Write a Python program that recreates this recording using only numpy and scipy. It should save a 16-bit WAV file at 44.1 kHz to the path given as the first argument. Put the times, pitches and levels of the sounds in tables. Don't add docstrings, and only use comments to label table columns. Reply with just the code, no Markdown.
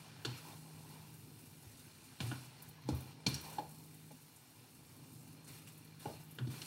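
import sys
import numpy as np
from scipy import signal
from scipy.fft import rfft, irfft, next_fast_len
from scipy.io import wavfile
from scipy.ndimage import uniform_filter1d, map_coordinates

SR = 44100
rng = np.random.default_rng(int(sys.argv[2]) if len(sys.argv) > 2 else 0)


def store_wav(level_fs):
    pcm = np.round(np.clip(np.atleast_2d(level_fs), -1, 1) * 32767)
    wavfile.write(sys.argv[1], SR, pcm.T.astype(np.int16))


N = 293704


def amp(db):
    return 10 ** (np.asarray(db) / 20)


def unit(x):
    return x / np.sqrt(np.mean(x ** 2) + 1e-20)


def summed(*gains):
    return np.sqrt(sum(g ** 2 for g in gains))


def along(points, hz):
    f, value = np.transpose(points)
    return np.interp(np.log(hz + 1), np.log(f + 1), value)


def curves(rows):
    s, *columns = np.transpose(rows)
    return [np.interp(np.arange(N) / SR, s, column) for column in columns]


def wobble(rate):
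    knots = rng.standard_normal(int(N * rate / SR) + 4)
    return map_coordinates(knots, [np.arange(N) * rate / SR])


def filtered(x, response):
    m = next_fast_len(len(x) + 8192)
    return irfft(rfft(x, m) * response(np.fft.rfftfreq(m, 1 / SR)), m)[:len(x)]


def noise_band(length, centre_hz, fall_db):
    raw = rng.standard_normal(length)
    return unit(filtered(raw, lambda hz: amp(-fall_db * np.log2((hz + 1) / centre_hz) ** 2)))


def rush(spectrum, patchy_db, grit_db):
    raw = rng.standard_normal(N) * amp(grit_db * wobble(400))
    z = signal.stft(raw, nperseg=512)[2]
    field = uniform_filter1d(rng.standard_normal(z.shape), size=3, axis=0)
    field = uniform_filter1d(field, size=9, axis=1)
    x = signal.istft(z * amp(patchy_db * unit(field)), nperseg=512)[1][:N]
    return unit(filtered(x, lambda hz: amp(along(spectrum, hz))))


def sputter(count, life_ms, size_db):
    biggest_jump_db = 5.5
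    when, size = rng.random((count, 2)).T
    jump_db = np.minimum(-size_db * np.log(size), biggest_jump_db)
    kicks = np.bincount((when * N).astype(int), amp(jump_db) - 1, N)
    return 1 + signal.lfilter([1], [1, -np.exp(-1000 / (life_ms * SR))], kicks)


def ring(modes, centre_hz=1000, favour_db=0):
    scatter_db = 1.5
    longest_t60_s = 0.06
    t = np.arange(SR // 10) / SR
    out = np.zeros(len(t))
    for hz, db, t60 in modes:
        strength_db = db - favour_db * abs(np.log2(hz / centre_hz)) + rng.normal(0, scatter_db)
        decay_db = -60 * t / min(t60, longest_t60_s)
        out += amp(strength_db + decay_db) * np.sin(2 * np.pi * (hz * t + rng.random()))
    return out


def add(track, s, sound):
    part = track[round(s * SR):][:len(sound)]
    part += sound[:len(part)]


# f/Hz, t60/s
KITCHEN_DECAY = [(150, 0.4), (1000, 0.43), (5000, 0.71), (14000, 0.38)]


def room(x):
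    hz, t, z = signal.stft(rng.standard_normal(SR // 2), SR, nperseg=256)
    decay = amp(-60 * t / along(KITCHEN_DECAY, hz)[:, None])
    tail = signal.istft(z * decay, SR, nperseg=256)[1]
    return signal.fftconvolve(np.pad(x, (300, 0)), tail / np.linalg.norm(tail))


# t/s, level of the third shaft order/dB
FAN_LEVEL = [(0, -62.5), (.5, -60), (.65, -58.5), (1.5, -59), (1.65, -67), (2.1, -72.5), (2.5, -65),
             (3.1, -60), (3.8, -56.5), (4.1, -62.5), (4.5, -77), (4.8, -67), (5.1, -61), (5.5, -58),
             (5.75, -60), (5.95, -59.5), (6.66, -58.5)]
# multiple of the shaft rate, level against the third order/dB
SHAFT_ORDERS = [(2, -11), (3, 0), (4, -15), (5, -15), (6, -16), (8, -23), (9, -24)]


def fan():
    shaft_hz = 52.14
    level_db, = curves(FAN_LEVEL)
    turn = 2 * np.pi * shaft_hz * np.arange(N) / SR
    hum = np.zeros(N)
    for k, db in SHAFT_ORDERS:
        strength = amp(db + 1.4 * wobble(3.57))
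        hum += strength * np.sin(k * turn + 0.11 * k * wobble(5))
    return np.sqrt(2) * amp(level_db) * hum


def shudder():
    rise_s, t60_s = 0.01, 0.47
    gains = []
    for s, *columns in KNOCK_EVENTS:
        since = np.clip(np.arange(N) / SR - s, 0, None)
        shudder_db = columns[4]
        gains.append(amp(shudder_db - 60 * since / t60_s) * (1 - np.exp(-since / rise_s)))
    return summed(*gains)


# f/Hz, relative level/dB
LOW_SPECTRUM = [(25, -27), (50, -10), (75, -7.5), (100, 1.5), (140, 1), (185, -12), (260, -5.5),
                (340, -13.5), (450, -20), (600, -25.5), (850, -34), (1200, -26.5), (2000, -60)]


def air_and_rumble():
    air = amp(-59 + 1.6 * wobble(2.97))
    return summed(air, shudder()) * rush(LOW_SPECTRUM, patchy_db=1.9, grit_db=0.45)


# t/s, length/s, scrape level/dB, wooden drag level/dB,
# stirred sizzle level/dB, stirred fizz level/dB, fading/(dB per s)
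FIRM_STROKES = [(.26, 0.11, -56.5, -61, -74, -77, 6), (0.36, 0.035, -58, -63, -63, -65, 22),
                (0.427, .11, -60, -58.5, -66, -64, 30), (0.897, 0.036, -70, -64, -82, -79, 5),
                (2.193, 0.27, -55.5, -59, -56.5, -60, 35), (2.87, 0.24, -61, -63.5, -65.5, -67, 15),
                (3.27, 0.15, -52, -59.5, -56, -61, 46), (3.425, 0.17, -58, -54, -60.5, -59, 34),
                (5.461, 0.12, -61.5, -66, -63, -62.5, 5), (5.657, 0.03, -63, -82, -70, -70, 5),
                (5.989, .17, -61, -64.5, -62.5, -63, 17), (6.185, 0.027, -68, -70, -66, -66, 5),
                (6.491, .2, -57, -62, -64, -62, 16)]


def stroke_gains():
    attack_s, release_s = 0.018, 0.04
    t, gains = np.arange(N) / SR, np.zeros((4, N))
    for s, length, *levels_db, fading_db in FIRM_STROKES:
        shape = np.clip((t - s) / attack_s, 0, 1)
        shape = shape * amp(-fading_db * np.clip(t - s, 0, None))
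        shape = shape * np.exp(-np.clip(t - s - length, 0, None) / release_s)
        gains = summed(gains, amp(levels_db)[:, None] * shape)
    return gains


# t/s, sizzle level/dB, fizz level/dB
OIL_LEVELS = [(0, -66, -68), (.14, -71, -76), (.24, -68.5, -65), (.6, -65, -67), (1.2, -68, -66.5),
              (2.1, -66.5, -70), (2.55, -70.5, -72), (2.68, -66.5, -69), (2.8, -78.5, -76), (3.0, -80, -67),
              (3.2, -74, -80), (3.7, -67, -66.5), (4.2, -68.5, -68.5), (5.0, -69.5, -69.5),
              (5.17, -65.5, -66.5), (5.4, -72, -72), (5.72, -68.5, -68), (5.95, -73.5, -73),
              (6.3, -73, -68), (6.42, -71.5, -72), (6.66, -58, -61)]
# f/Hz, relative level/dB per Hz
SIZZLE_SPECTRUM = [(1760, -27), (3000, -13), (3310, -19), (4200, 1.5), (4920, -1), (7680, 0), (8470, 5),
                   (11000, 0), (14300, -23), (22000, -120)]
# f/Hz, relative level/dB
FIZZ_SPECTRUM = [(8000, -26), (10500, -6.5), (13000, -1), (15000, -7), (15600, -4), (15900, -5.5)]


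def oil():
    sizzle_db, fizz_db = curves(OIL_LEVELS)
    _, _, stirred, frothed = stroke_gains()
    bursts = sputter(count=90, life_ms=12.4, size_db=3.0)
    sizzle = summed(amp(sizzle_db), stirred) * rush(SIZZLE_SPECTRUM, patchy_db=2.0, grit_db=0.5)
    fizz = summed(amp(fizz_db), frothed) * rush(FIZZ_SPECTRUM, patchy_db=0.0, grit_db=2.0)
    return bursts * (sizzle + fizz)


# t/s, level before the envelope and halving/dB, centre f/Hz
SPIT_EVENTS = [(0.3711, -49, 8100), (2.621, -43, 12200), (2.6867, -46.5, 12900), (2.8145, -59, 11200),
               (2.9474, -45, 13000), (2.9694, -49, 12900), (3.0044, -48, 13000), (3.286, -39.5, 11800),
               (3.4094, -43, 13400), (3.5274, -46.5, 9560), (3.9414, -50, 10300), (4.2094, -57, 10900),
               (4.3594, -50.5, 8910), (4.8628, -57, 8980), (4.9644, -54, 11300), (3.69, -52, 10500),
               (4.4994, -56, 12900), (5.1294, -53, 13800), (5.4435, -51, 8620), (5.4755, -50, 8440),
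               (5.684, -50, 9450), (5.776, -49.5, 11400), (5.845, -53.5, 10900), (5.995, -50, 12700),
               (6.2337, -52, 12000), (6.3085, -47, 11800), (6.3485, -50, 12900), (6.5126, -54, 10700)]


def spits():
    rise_s, fade_s = 0.0018, 0.012
    out, t = np.zeros(N), np.arange(SR // 5) / SR
    envelope = (1 - np.exp(-t / rise_s)) * np.exp(-t / fade_s)
    for s, db, centre_hz in SPIT_EVENTS:
        hiss = noise_band(len(t), centre_hz, fall_db=24)
        add(out, s, amp(db) * hiss / 2 * envelope)
    return out


# t/s, peak level/dB, pitch f/Hz, length/s
ROCK_EVENTS = [(.258, -35, 124.6, 0.17), (1.63, -55, 111, 0.13), (1.665, -46, 86, 0.053),
               (1.731, -52, 60, .05), (2.208, -33.5, 140, 0.05), (2.229, -31.5, 116.6, 0.12),
               (2.258, -38, 126.6, 0.34), (2.846, -39.5, 127.5, 0.16), (2.90, -39, 130.5, 0.3),
               (2.921, -29, 80, 0.11), (3.275, -28.5, 126, 0.051), (3.296, -41.5, 79, 0.27),
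               (3.32, -36, 133.6, 0.09), (6.065, -40.5, 121, 0.042), (6.395, -32, 125.8, 0.26),
               (6.485, -32.5, 122, 0.048)]


def rocking():
    out, t = np.zeros(N), np.arange(SR // 2) / SR
    for s, db, pitch_hz, length in ROCK_EVENTS:
        rise = (1 - np.exp(-t / (0.06 * length))) ** 2
        swell = rise * amp(-40 * (t / length) ** 0.8)
        add(out, s, amp(db) * swell / swell.max() * np.sin(2 * np.pi * pitch_hz * t))
    return out


# t/s, scrape level/dB, wooden drag level/dB
LIGHT_RUB = [(0, -61.5, -63.5), (.6, -67, -65), (.95, -65.5, -65.5), (1.2, -68, -72), (2.0, -65.5, -71),
             (2.7, -64.5, -67.5), (3.7, -69, -68.5), (4.1, -69, -73.5), (5.0, -69, -71), (6.66, -67.5, -74)]
# f/Hz, relative level/dB
SCRAPE_SPECTRUM = [(1100, -3), (1400, 3), (1800, 0), (2800, -1), (4300, -3.5), (5500, -3), (8000, -15),
                   (11000, -36)]
# f/Hz, relative level/dB
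DRAG_SPECTRUM = [(400, -3), (550, -11), (850, 0.5), (1050, -2.5), (1300, -27.5), (1800, -30.5)]


def rubbing():
    scrape_db, drag_db = curves(LIGHT_RUB)
    firm_scrape, firm_drag, _, _ = stroke_gains()
    pressure = amp(0.61 * wobble(12))
    rub = rush(SCRAPE_SPECTRUM, patchy_db=1.5, grit_db=1.5)
    driving = rush(SCRAPE_SPECTRUM, patchy_db=2.0, grit_db=2.5)
    steel = signal.fftconvolve(driving, ring(RIM_MODES))[:N]
    catches = sputter(count=200, life_ms=0.81, size_db=2.0)
    scrape = summed(amp(scrape_db), firm_scrape) * catches * unit(rub + 0.77 * unit(steel))
    drag = summed(amp(drag_db), firm_drag) * rush(DRAG_SPECTRUM, patchy_db=2.0, grit_db=2.5)
    return pressure * (scrape + drag)


# f/Hz, relative level/dB, t60 before the food's damping/s
RIM_MODES = [(2390, -19, 0.012), (2356, 3.5, 0.032), (2830, 16, 0.0069), (2823, -6, 0.045),
             (3105, 2.5, 0.027), (3400, 0.5, 0.035), (3650, 2, 0.041), (4300, -4, 0.071),
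             (4205, 17.5, 0.0086), (4500, -4, 0.086), (4280, -30, 0.011), (5150, -6, 0.034),
             (5830, -13, 0.013), (5630, 2, 0.029), (6240, -16, 0.037), (7400, -16.5, 0.0067),
             (8600, -8, 0.014)]
WOOD_MODES = [(470, -3, .03), (550, -5, .03), (635, -5, .03), (740, -7, .025), (843, 0, .04),
              (1010, -5, .025), (1300, -8, .02), (1455, -1, .035), (1665, -2, .035)]
BOWL_MODES = [(200, -2, 0.12), (249, -3, 0.092), (301, 1, 0.088), (376, 2, 0.029), (452, -8, 0.082)]
# t/s, then level/dB of upper rim, lower rim, wooden knock, bowl thud and shudder,
# then centre f/Hz of upper rim, lower rim, knock and thud, then contact/ms (at least 0.5 is used)
KNOCK_EVENTS = [(0.2487, -32, -34.5, -37, -38, -43, 4300, 3100, 1550, 393, 1.6),
                (2.2032, -36.5, -36.5, -39.5, -37, -39.5, 3430, 2430, 1060, 200, 0.53),
                (2.3143, -52, -41.5, -35.5, -36, -48.5, 3560, 2700, 1430, 261, 1.2),
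                (2.8881, -41, -53, -37, -26, -35.5, 4860, 2380, 775, 280, 0.7),
                (3.264, -24.5, -31.5, -37.5, -29, -42, 4440, 2320, 1000, 202, 1.5),
                (3.342, -34, -62, -68, -68, -48, 6300, 3240, 1040, 269, 0.61),
                (3.5826, -48.5, -51, -28, -39, -50, 4230, 3000, 750, 468, 3.5),
                (4.105, -64, -64, -50.5, -58, -62, 4260, 2350, 614, 400, 7.3),
                (6.055, -64, -51, -32, -38, -43.5, 4180, 2640, 704, 423, 2.7),
                (6.097, -68, -63, -44, -51, -55, 4180, 2660, 640, 400, 2.5),
                (6.3857, -53, -42, -42, -44.5, -43.5, 4250, 3170, 1710, 385, 0.4),
                (6.47, -53, -65, -55, -37.5, -44, 4150, 3330, 1040, 250, 2.5),
                (6.617, -40, -43, -53, -70, -54, 4500, 2970, 1680, 200, 0.51)]


def knocks():
    out, t = np.zeros(N), np.arange(SR // 4) / SR
    for (s, upper_db, lower_db, knock_db, thud_db, _,
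         upper_hz, lower_hz, knock_hz, thud_hz, contact_ms) in KNOCK_EVENTS:
        rise = (1 - np.exp(-1000 * t / max(contact_ms, 0.5))) ** 2
        parts = [(upper_db, ring(RIM_MODES, upper_hz, favour_db=26)),
                 (lower_db, ring(RIM_MODES, lower_hz, favour_db=39)),
                 (knock_db, ring(WOOD_MODES, knock_hz, favour_db=20)),
                 (thud_db, ring(BOWL_MODES, thud_hz, favour_db=11.5))]
        blow = np.zeros(len(t))
        for db, response in parts:
            struck = rise * np.pad(response, (0, len(t) - len(response)))
            rattle = signal.fftconvolve(rng.standard_normal(2 * len(t)), response)
            rattle = unit(rattle[len(t):2 * len(t)])
            rattle_gain = amp(-17 - 60 * t / 0.23) * rise
            blow += amp(db) * (struck / np.abs(struck).max() + rattle_gain * rattle)
        crack = noise_band(len(t), upper_hz, fall_db=8)
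        blow += amp(upper_db - 5.5 - 60 * t / 0.06) * rise * crack
        clunk = noise_band(len(t), 0.67 * knock_hz, fall_db=14)
        blow += amp(knock_db - 14 - 60 * t / 0.18) * rise * clunk
        add(out, s, blow)
        add(out, s, amp(-12.5) * room(blow))
    return out


def scene():
    background = fan() + air_and_rumble()
    wok = oil() + spits() + rocking() + rubbing() + knocks()
    return np.tile(background + wok, (2, 1))


def record(dry):
    corner_hz, top_hz = 55, 15780

    def response(hz):
        low_cut = (1j * hz / (corner_hz + 1j * hz)) ** 4
        return low_cut * (hz < top_hz)

    return np.tile(filtered(dry[0], response), (2, 1))


dry = scene()
out = record(dry)
store_wav(out)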